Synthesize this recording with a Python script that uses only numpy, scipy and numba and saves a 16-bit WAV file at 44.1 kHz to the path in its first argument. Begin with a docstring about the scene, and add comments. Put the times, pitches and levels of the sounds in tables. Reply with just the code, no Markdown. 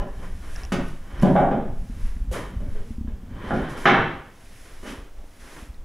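"""A small bare workshop: long softwood boards are lifted, slid and leant against a wall.
Each knock rings resonances of room and board and thuds in the floor; a low boom follows the loud ones.
Wood scrapes on wood; gloves and sleeves rustle. A hand-held camera adds rumble, bumps and ticks
over faint room noise, and its gain control holds the loudest knocks down."""
import sys
import numpy as np
from scipy import signal
from scipy.fft import rfft, irfft, next_fast_len
from scipy.io import wavfile
from scipy.ndimage import uniform_filter1d
from numba import njit

SR = 44100
rng = np.random.default_rng(int(sys.argv[2]) if len(sys.argv) > 2 else 0)


def int16_out(signal):
    """Quantize to a 16-bit WAV file."""
    q = np.round(np.clip(np.atleast_2d(signal).T, -1, 1) * 32767)
    wavfile.write(sys.argv[1], SR, q.astype(np.int16))


N = 257544
T = np.arange(N) / SR

# resonances of room and board: (frequency [Hz], level [dB], t60 [s])
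RESONANCES = [(149, 3, 0.097), (190.8, -3, 0.088), (250.5, 6.5, 0.045), (337, -0.5, 0.056),
              (408.5, -2.5, 0.048), (554.6, 6, 0.024), (645, -0.5, 0.04), (715.4, -11.5, 0.093),
              (804, 0, 0.021), (830, 0.5, 0.013), (1036, 5, 0.015), (1063, 7, 0.011), (1220, 2, 0.024),
              (1416, -0.5, 0.031), (1381, -7, 0.029), (1586, 8.5, 0.014), (1809, 14, 0.0077),
              (2200, 1, 0.017), (3047, 5.5, 0.018), (3840, -32, 0.0063)]


def board_knocks(detune=0.026, burst_db=8, onset_s=0.0024, floor_onset_s=0.003):
    """A blow rings room and board, rough contact adds a burst, the floor thuds: (hits, floor)."""
    # (time [s], strength [dB], relative thud [dB], boom [dB], body [dB], clack [dB], crack [dB],
    #  contact decay [s])
    knocks = [(0.0, -25, -20, -7.5, -5, -15, -29, 0.008), (0.227, -39.5, -7, -2, -5.5, -26, -25, 0.018),
              (0.554, -45.5, -20, -20, -28, 7.5, -21, 0.0087),
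              (0.72, -20, -1.5, 5, 5.5, -3.5, -11.5, 0.0067), (1.223, -26, 7.5, 12, -5, -9.5, -14.5, 0.012),
              (1.231, -12.5, 8.5, 8.5, 3.5, -15, -42.5, 0.021),
              (1.353, -3, -34, -14, -13, -25.5, -63, 0.012), (1.362, -5, -29, -12, -9, -14, -51, 0.0092),
              (1.399, -10.5, -18, -8.5, -3.5, -16.5, -57, 0.014),
              (1.511, -17, -26, -2, 0, -17, -42.5, 0.01), (1.599, -42.5, 5, 5, 15.5, -3, -32, 0.031),
              (2.312, -39.5, -12, -20, 20, -9, -9.5, 0.035), (2.602, -42.5, 4, 8.5, 7, -17, -19, 0.009),
              (2.749, -46.5, -9.5, -16, 14.5, -12, -20, 0.0056), (3.074, -48, -16, -7, 11, -2, -23, 0.014),
              (3.506, -18.5, -18, 1.5, -2, -6.5, -46.5, 0.0081), (3.535, -27, -19, 3.5, 7, -13, -28, 0.023),
              (3.855, -7, -28, -0.1, 1.5, 2.5, -27.5, 0.031), (4.829, -44, -15, 7, 11, -5, -9, 0.011),
              (4.861, -43, -20, 6.5, 9, 1, -7.5, 0.036), (5.171, -51, -11, -1, 0, -10, -18, 0.015)]
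    # points of band_db: (frequency [Hz])
    band_hz = [70, 190, 420, 750, 1450, 3000, 3800, 4500, 6000, 8500, 10500, 15000]
    # floor modes under the board's foot: (frequency [Hz], level [dB], t60 [s])
    floor_modes = [(143, -15, 0.11), (184.2, 1.5, 0.46), (197.5, -2, 0.1)]
    floor_hz, floor_db, floor_t60 = np.transpose(floor_modes)
    thud = ring(floor_hz, undb(floor_db), floor_t60, .4)
    thud *= 1 - np.exp(-T[:len(thud)] / floor_onset_s)
    hz, db, t60 = np.transpose(RESONANCES)
    t = T[:int(.3 * SR)]
    onset = 1 - np.exp(-t / onset_s)  # a long edge lands gradually
    hits, floor = np.zeros((2, N))
    for time_s, strength_db, thud_db, boom, body, clack, crack, contact_s in knocks:
        shift, polarity = rng.standard_normal((len(hz), 2)).T
        modes = ring(hz * (1 + detune * shift), undb(db) * np.sign(polarity), np.maximum(t60, .01), .3)
        burst = undb(burst_db) * rng.standard_normal(len(t)) * np.exp(-t / contact_s)
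        blow = (modes + burst) * onset
        # where and how hard it lands sets the spectrum
        edge = (clack + crack) / 2 + 1.5  # 3 kHz
        dust = crack + (crack - clack) - 0.2  # slope continued to 10.5 kHz
        band_db = [boom - 20, boom, body, 0, clack, edge, edge - 3,
                   crack - 2, crack, dust - 2, dust, dust - 12]
        add(hits, time_s, undb(strength_db - 4.5) * causal_filter(blow, band_hz, band_db))
        add(floor, time_s, undb(strength_db + thud_db) * thud)
    return hits, floor


def board_radiation(hits):
    """Direct path: a thin board radiates little bass."""
    # (frequency [Hz], gain [dB])
    response = [(150, -5), (500, -1.5), (1200, 1.4)]
    impulse = causal_filter(signal.unit_impulse(2048), *np.transpose(response))
    return signal.fftconvolve(hits, impulse)[:N]


def wood_scrape(ring_db=3):
    """Sliding grain catches unevenly and rings room and board: (mid, side)."""
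    # (time when fullest [s], level [dB], swell [s per 20 dB], hold [s])
    slides = [(0.245, -47.5, .15, 0.0044), (0.426, -51.5, 0, 0.07), (0.58, -50.5, -0.7, .05),
              (1.1, -55.5, -0.8, 0.06), (1.21, -43.5, 0.23, 0.025), (2.056, -56, 0.3, 0.0058),
              (2.338, -35.5, -0.0939, 0.036), (2.608, -58.5, 0.9, 0.1), (2.758, -52.5, 0, 0.027),
              (3.36, -55, 0.04, 0.13), (3.455, -41, 0.1745, 0.68), (4.65, -59, -0.7, .12),
              (4.845, -46.5, -0.03, 0.09), (5.42, -54.5, -0.14, 0.15), (5.564, -49, -0.84, 0.0059)]
    # friction spectrum: (frequency [Hz], density [dB])
    spectrum = [(71, -72), (120, -2.5), (209, -8), (286, 0.5), (515, -6), (658, -12), (842, -11),
                (1060, -11.5), (2070, -20), (3600, -26), (4500, -33.5), (6000, -36), (7800, -76),
                (13200, -120)]
    hz, db, t60 = np.transpose(RESONANCES)
    impulse = np.diff(ring(hz, undb(db), t60, .15))
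    pair = []
    for _ in range(2):
        friction = colour(grit(scatter_db=2.3), spectrum)
        ringing = signal.fftconvolve(friction, impulse)[:N]
        pair.append(unit(unit(friction) + undb(ring_db) * unit(ringing)))
    return np.array(pair) * stroke_envelope(slides) * undb(4 + 0.65 * flicker(rate_hz=30))


def cloth_rustle():
    """Gloves and sleeves rub with a smoother hiss: (mid, side)."""
    # (time when fullest [s], level [dB], swell [s per 20 dB], hold [s])
    strokes = [(0.252, -61.5, 0.5, .005), (0.554, -54, 0.42, 0.05), (0.884, -58, 0.35, .005),
               (1.215, -53.5, -0.16, .03), (1.41, -59.5, 1.2, .005), (1.8, -67.5, .2, 0.41),
               (1.99, -68, 0.9, 0.058), (2.07, -57.5, 0.3, 0.0046), (2.327, -46, -0.25, 0.019),
               (2.735, -64.5, 0.5, 0.19), (3.5, -60.5, 0.24, 0.13), (3.699, -53, 0.02, .005),
               (3.771, -51.5, -0.28, 0.12), (4.4, -67, 0, 0.077), (4.58, -58, 0.54, 0.16),
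               (4.9, -51.5, .2, 0.0054), (5.4, -60.5, -0.6, 0.14), (5.534, -56, 0.47, 0.087)]
    # (frequency [Hz], density [dB])
    spectrum = [(350, -8), (600, -9), (669, 1), (716, -11), (1640, -2.5), (1860, -2), (4560, -12),
                (5290, -9), (8750, -14.5), (10400, -9), (15500, -32)]
    hiss = np.array([unit(colour(grit(scatter_db=2.1), spectrum)) for _ in range(2)])
    return hiss * stroke_envelope(strokes) * undb(5 + 0.21 * flicker(rate_hz=40))


def room_reverb(x, build_s=0.0035, late_below_hz=600):
    """Reflections build a diffuse tail, bass last, that decays band by band: (mid, side)."""
    # (frequency [Hz], t60 [s])
    decay_times = [(100, 0.54), (300, 0.47), (1000, 0.55), (3000, 0.54), (6000, 0.33), (12000, 0.22)]
    hz, t60 = np.transpose(decay_times)
    t = T[:int(.9 * SR)]
    noise = rfft(rng.standard_normal((2, len(t))))
    log_f = np.log(np.fft.rfftfreq(len(t), 1 / SR) + 1)
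    tail = 0
    for k in range(len(hz)):
        band = irfft(noise * np.interp(log_f, np.log(hz), np.arange(len(hz)) == k), len(t))
        build = 1 - np.exp(-t / (build_s * (1 + late_below_hz / hz[k])))
        tail += band * build * np.exp(-np.log(1000) * t / t60[k])
    tail /= np.sqrt(np.sum(tail[0] ** 2))
    return signal.fftconvolve(x[None], tail, axes=1)[:, :N]


def rumble_and_boom(flicker_db=2.5):
    """Handling rumble, plus a low boom that swells after the loud board knocks."""
    # (time [s], rumble [dB], boom [dB])
    levels = [(0.0, -30.5, -44), (0.23, -31.5, -46.5), (0.62, -27, -49.5), (0.85, -31.5, -55),
              (1.12, -39, -45.5), (1.22, -22.5, -43), (1.6, -31, -34.5), (2.08, -27, -51), (2.42, -35, -38),
              (2.64, -31, -44.5), (3.25, -39.5, -44), (3.58, -35, -31), (3.8, -39, -46), (3.95, -32, -29),
              (4.3, -47, -53.5), (5.0, -39.5, -66), (5.5, -43, -59), (5.84, -41, -56)]
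    time_s, rumble_db, boom_db = np.transpose(levels)
    rumble = shaped_noise([(9, -1.5), (14.5, 18), (21, 6), (35, 5.5), (60, -3), (100, -9),
                           (200, -60), (1000, -110)])
    boom = shaped_noise([(70, 13), (110, 16), (235, 13), (320, -6), (600, -56), (2000, -110)])
    rumble *= undb(np.interp(T, time_s, rumble_db) + flicker_db * flicker(rate_hz=24.94))
    boom *= undb(np.interp(T, time_s, boom_db) + flicker_db * flicker(rate_hz=30))
    return rumble + boom


def hand_jolts():
    """Each jolt of the camera is a pressure hump with a dip on either side."""
    # (time [s], peak [dB], width [s])
    jolts = [(0.581, -23, 0.013), (1.209, -21, 0.0084), (1.814, -23.5, 0.011), (1.916, -22, 0.0094),
             (2.059, -13, 0.016), (2.221, -17.5, 0.0093), (2.29, -19, 0.0071), (2.311, -17.5, 0.0068),
             (2.569, -19, 0.0055), (2.69, -21, 0.0051), (2.763, -18.5, .024), (3.139, -19.5, 0.0069),
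             (3.628, -22, 0.0075), (4.985, -33, 0.004), (5.702, -25.5, 0.007)]
    time_s, peak_db, width_s = np.transpose(jolts)[:, :, None]
    u = ((T - time_s) / width_s) ** 2
    return np.sum(undb(peak_db) * (1 - 2 * u) * np.exp(-u), axis=0)


def finger_bumps(push_s=0.00355):
    """A soft fingertip pushes the camera housing and rings its low modes."""
    # (time [s], level [dB])
    bumps = [(1.091, -67), (1.85, -46), (1.896, -33), (1.969, -41), (2.046, -36.5), (2.164, -36),
             (2.202, -42.5), (2.905, -30.5), (2.981, -29.5), (3.009, -29), (3.046, -30), (3.079, -30),
             (3.132, -44), (3.231, -36.5), (3.312, -38.5), (4.989, -44), (5.624, -41), (5.689, -64)]
    # (frequency [Hz], level [dB], t60 [s])
    housing_modes = [(67, 2.5, 0.044), (229.5, -1, 0.058)]
    hz, db, t60 = np.transpose(housing_modes)
    push = np.hanning(int(push_s * SR))
    bump = np.convolve(push / push.sum(), ring(hz, undb(db), t60, .15))
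    out = np.zeros(N)
    for time_s, level_db in bumps:
        add(out, time_s, -undb(level_db + 11) * bump)
    return out


def plastic_ticks():
    """The housing ticks, three short modes each time."""
    # (time [s], level [dB], top mode [Hz])
    ticks = [(0.5612, -43, 5500), (0.635, -45, 5290), (0.6414, -53, 5500), (0.6507, -44.5, 5600),
             (0.6616, -59, 3130), (0.885, -54.5, 10800), (1.1994, -52, 5300), (5.22, -59, 620),
             (5.242, -50, 560), (5.7443, -60, 4080), (2.168, -56, 1910)]
    ratios, gains, t60 = np.array([1, .49, .139]), undb([0, -8, -9]), np.array([.008, .012, .025])
    out = np.zeros(N)
    for time_s, level_db, hz in ticks:
        add(out, time_s, undb(level_db + 13.5) * ring(hz * ratios, gains, t60, .04))
    return out


def room_noise(level_db=-57):
    """Faint steady background: (mid, side)."""
    # (frequency [Hz], density [dB])
    spectrum = [(59, -37), (100, -33), (264, -4), (879, -12), (1730, -19.5), (3320, -23), (4370, -27),
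                (5400, -25.5), (10400, -30.5), (15500, -31)]
    return np.array([shaped_noise(spectrum) for _ in range(2)]) * undb(level_db)


def stroke_envelope(strokes, fade_db_per_s=112, min_swell_s=.005):
    """Each stroke swells, holds and fades; powers add."""
    time_s, db, swell_s, hold_s = np.transpose(strokes)[:, :, None]
    before_db = 20 * np.maximum(time_s - T, 0) / np.maximum(swell_s, min_swell_s)
    after_db = fade_db_per_s * np.maximum(T - time_s - hold_s, 0)
    return np.sqrt(np.sum(undb(np.maximum(db - before_db - after_db, -120)) ** 2, axis=0))


def ring(hz, gain, t60, length_s):
    """Sum of decaying modes starting from rest."""
    t = T[:int(length_s * SR)]
    decay = np.exp(-np.log(1000) * t / t60[:, None])
    return (gain[:, None] * decay * np.sin(2 * np.pi * hz[:, None] * t)).sum(axis=0)


def grit(scatter_db):
    """Dense micro-impacts: most small, a few standing out."""
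    return unit(rng.standard_normal(N) * undb(scatter_db * np.minimum(rng.exponential(size=N), 3.1)))


def flicker(rate_hz):
    """Random levels joined by ramps, unit RMS."""
    step = int(SR / rate_hz)
    held = np.repeat(rng.standard_normal(N // step + 1), step)
    return unit(uniform_filter1d(held, step)[:N])


def shaped_noise(spectrum):
    """Unit-RMS noise through (Hz, dB) points."""
    return unit(colour(rng.standard_normal(N), spectrum))


def bin_gains(size, hz, db):
    """FFT gains from points joined on a log-frequency axis."""
    log_f = np.log(np.maximum(np.fft.rfftfreq(size, 1 / SR), 1))
    return undb(np.interp(log_f, np.log(hz), db))


def colour(x, points):
    """Zero-phase filter through (Hz, dB) points."""
    size = next_fast_len(len(x))
    return irfft(rfft(x, size) * bin_gains(size, *np.transpose(points)), size)[:len(x)]


def causal_filter(x, hz, db):
    """Minimum phase by folded cepstrum: nothing sounds ahead of the blow."""
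    size = next_fast_len(2 * len(x))
    cepstrum = irfft(np.log(bin_gains(size, hz, db)), size)
    cepstrum[1:size // 2] *= 2
    cepstrum[size // 2 + 1:] = 0
    return irfft(rfft(x, size) * np.exp(rfft(cepstrum)), size)[:len(x)]


@njit
def follow(x, attack_s, release_s):
    """Envelope with separate rise and fall times."""
    attack, release = 1 / (attack_s * SR), 1 / (release_s * SR)
    level, out = 0., np.empty(len(x))
    for i in range(len(x)):
        level += (x[i] - level) * (attack if x[i] > level else release)
        out[i] = level
    return out


def add(out, time_s, x):
    i = int(time_s * SR)
    out[i:i + len(x)] += x[:len(out) - i]


def undb(db):
    return 10 ** (np.asarray(db) / 20)


def unit(x):
    return x / np.sqrt(np.mean(x ** 2))


def scene(wall_delay_s=0.0099):
    """A close microphone pair: both hear mid, boom and handling; side sets them apart."""
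    # stereo width: (frequency [Hz], side gain [dB])
    width = [(60, -29), (150, -25), (500, -13), (2000, -12.5), (5000, -12.5), (9000, -19), (13000, -15)]
    # slightly brighter right microphone: (frequency [Hz], gain [dB])
    right_response = [(2000, 0.5), (4000, 0.05), (9000, 1.5), (12500, -0.2)]
    hits, floor = board_knocks()
    direct = board_radiation(hits)
    background = room_noise()
    wall_echo = np.roll(direct + undb(4.5) * floor, int(wall_delay_s * SR))  # side wall answers first
    early = np.array([undb(3) * direct + floor, undb(2.5) * wall_echo])
    mid, side = early + undb(7) * room_reverb(hits) + wood_scrape() + cloth_rustle() + background
    side = colour(side, width)
    mono = rumble_and_boom() + hand_jolts() + finger_bumps() + plastic_ticks()
    return np.array([mid + side, colour(mid, right_response) - side]) + mono


def record(dry, threshold_db=-14, ratio=1.64, ceiling=0.85, cutoff_hz=15655):
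    """Look-ahead gain control turns loud knocks down; peaks round off; a steep low-pass cuts the top."""
    ahead = int(.001 * SR)
    envelope = follow(np.abs(dry).max(axis=0), attack_s=.002, release_s=.025)
    gain = np.minimum(undb(threshold_db) / (envelope + 1e-9), 1) ** (1 - 1 / ratio)
    gain = np.append(gain[ahead:], np.full(ahead, gain[-1]))
    rounded = ceiling * np.tanh(dry * gain / ceiling)
    return signal.sosfilt(signal.ellip(16, .3, 90, cutoff_hz, fs=SR, output="sos"), rounded)


dry = scene()
out = record(dry)
int16_out(out)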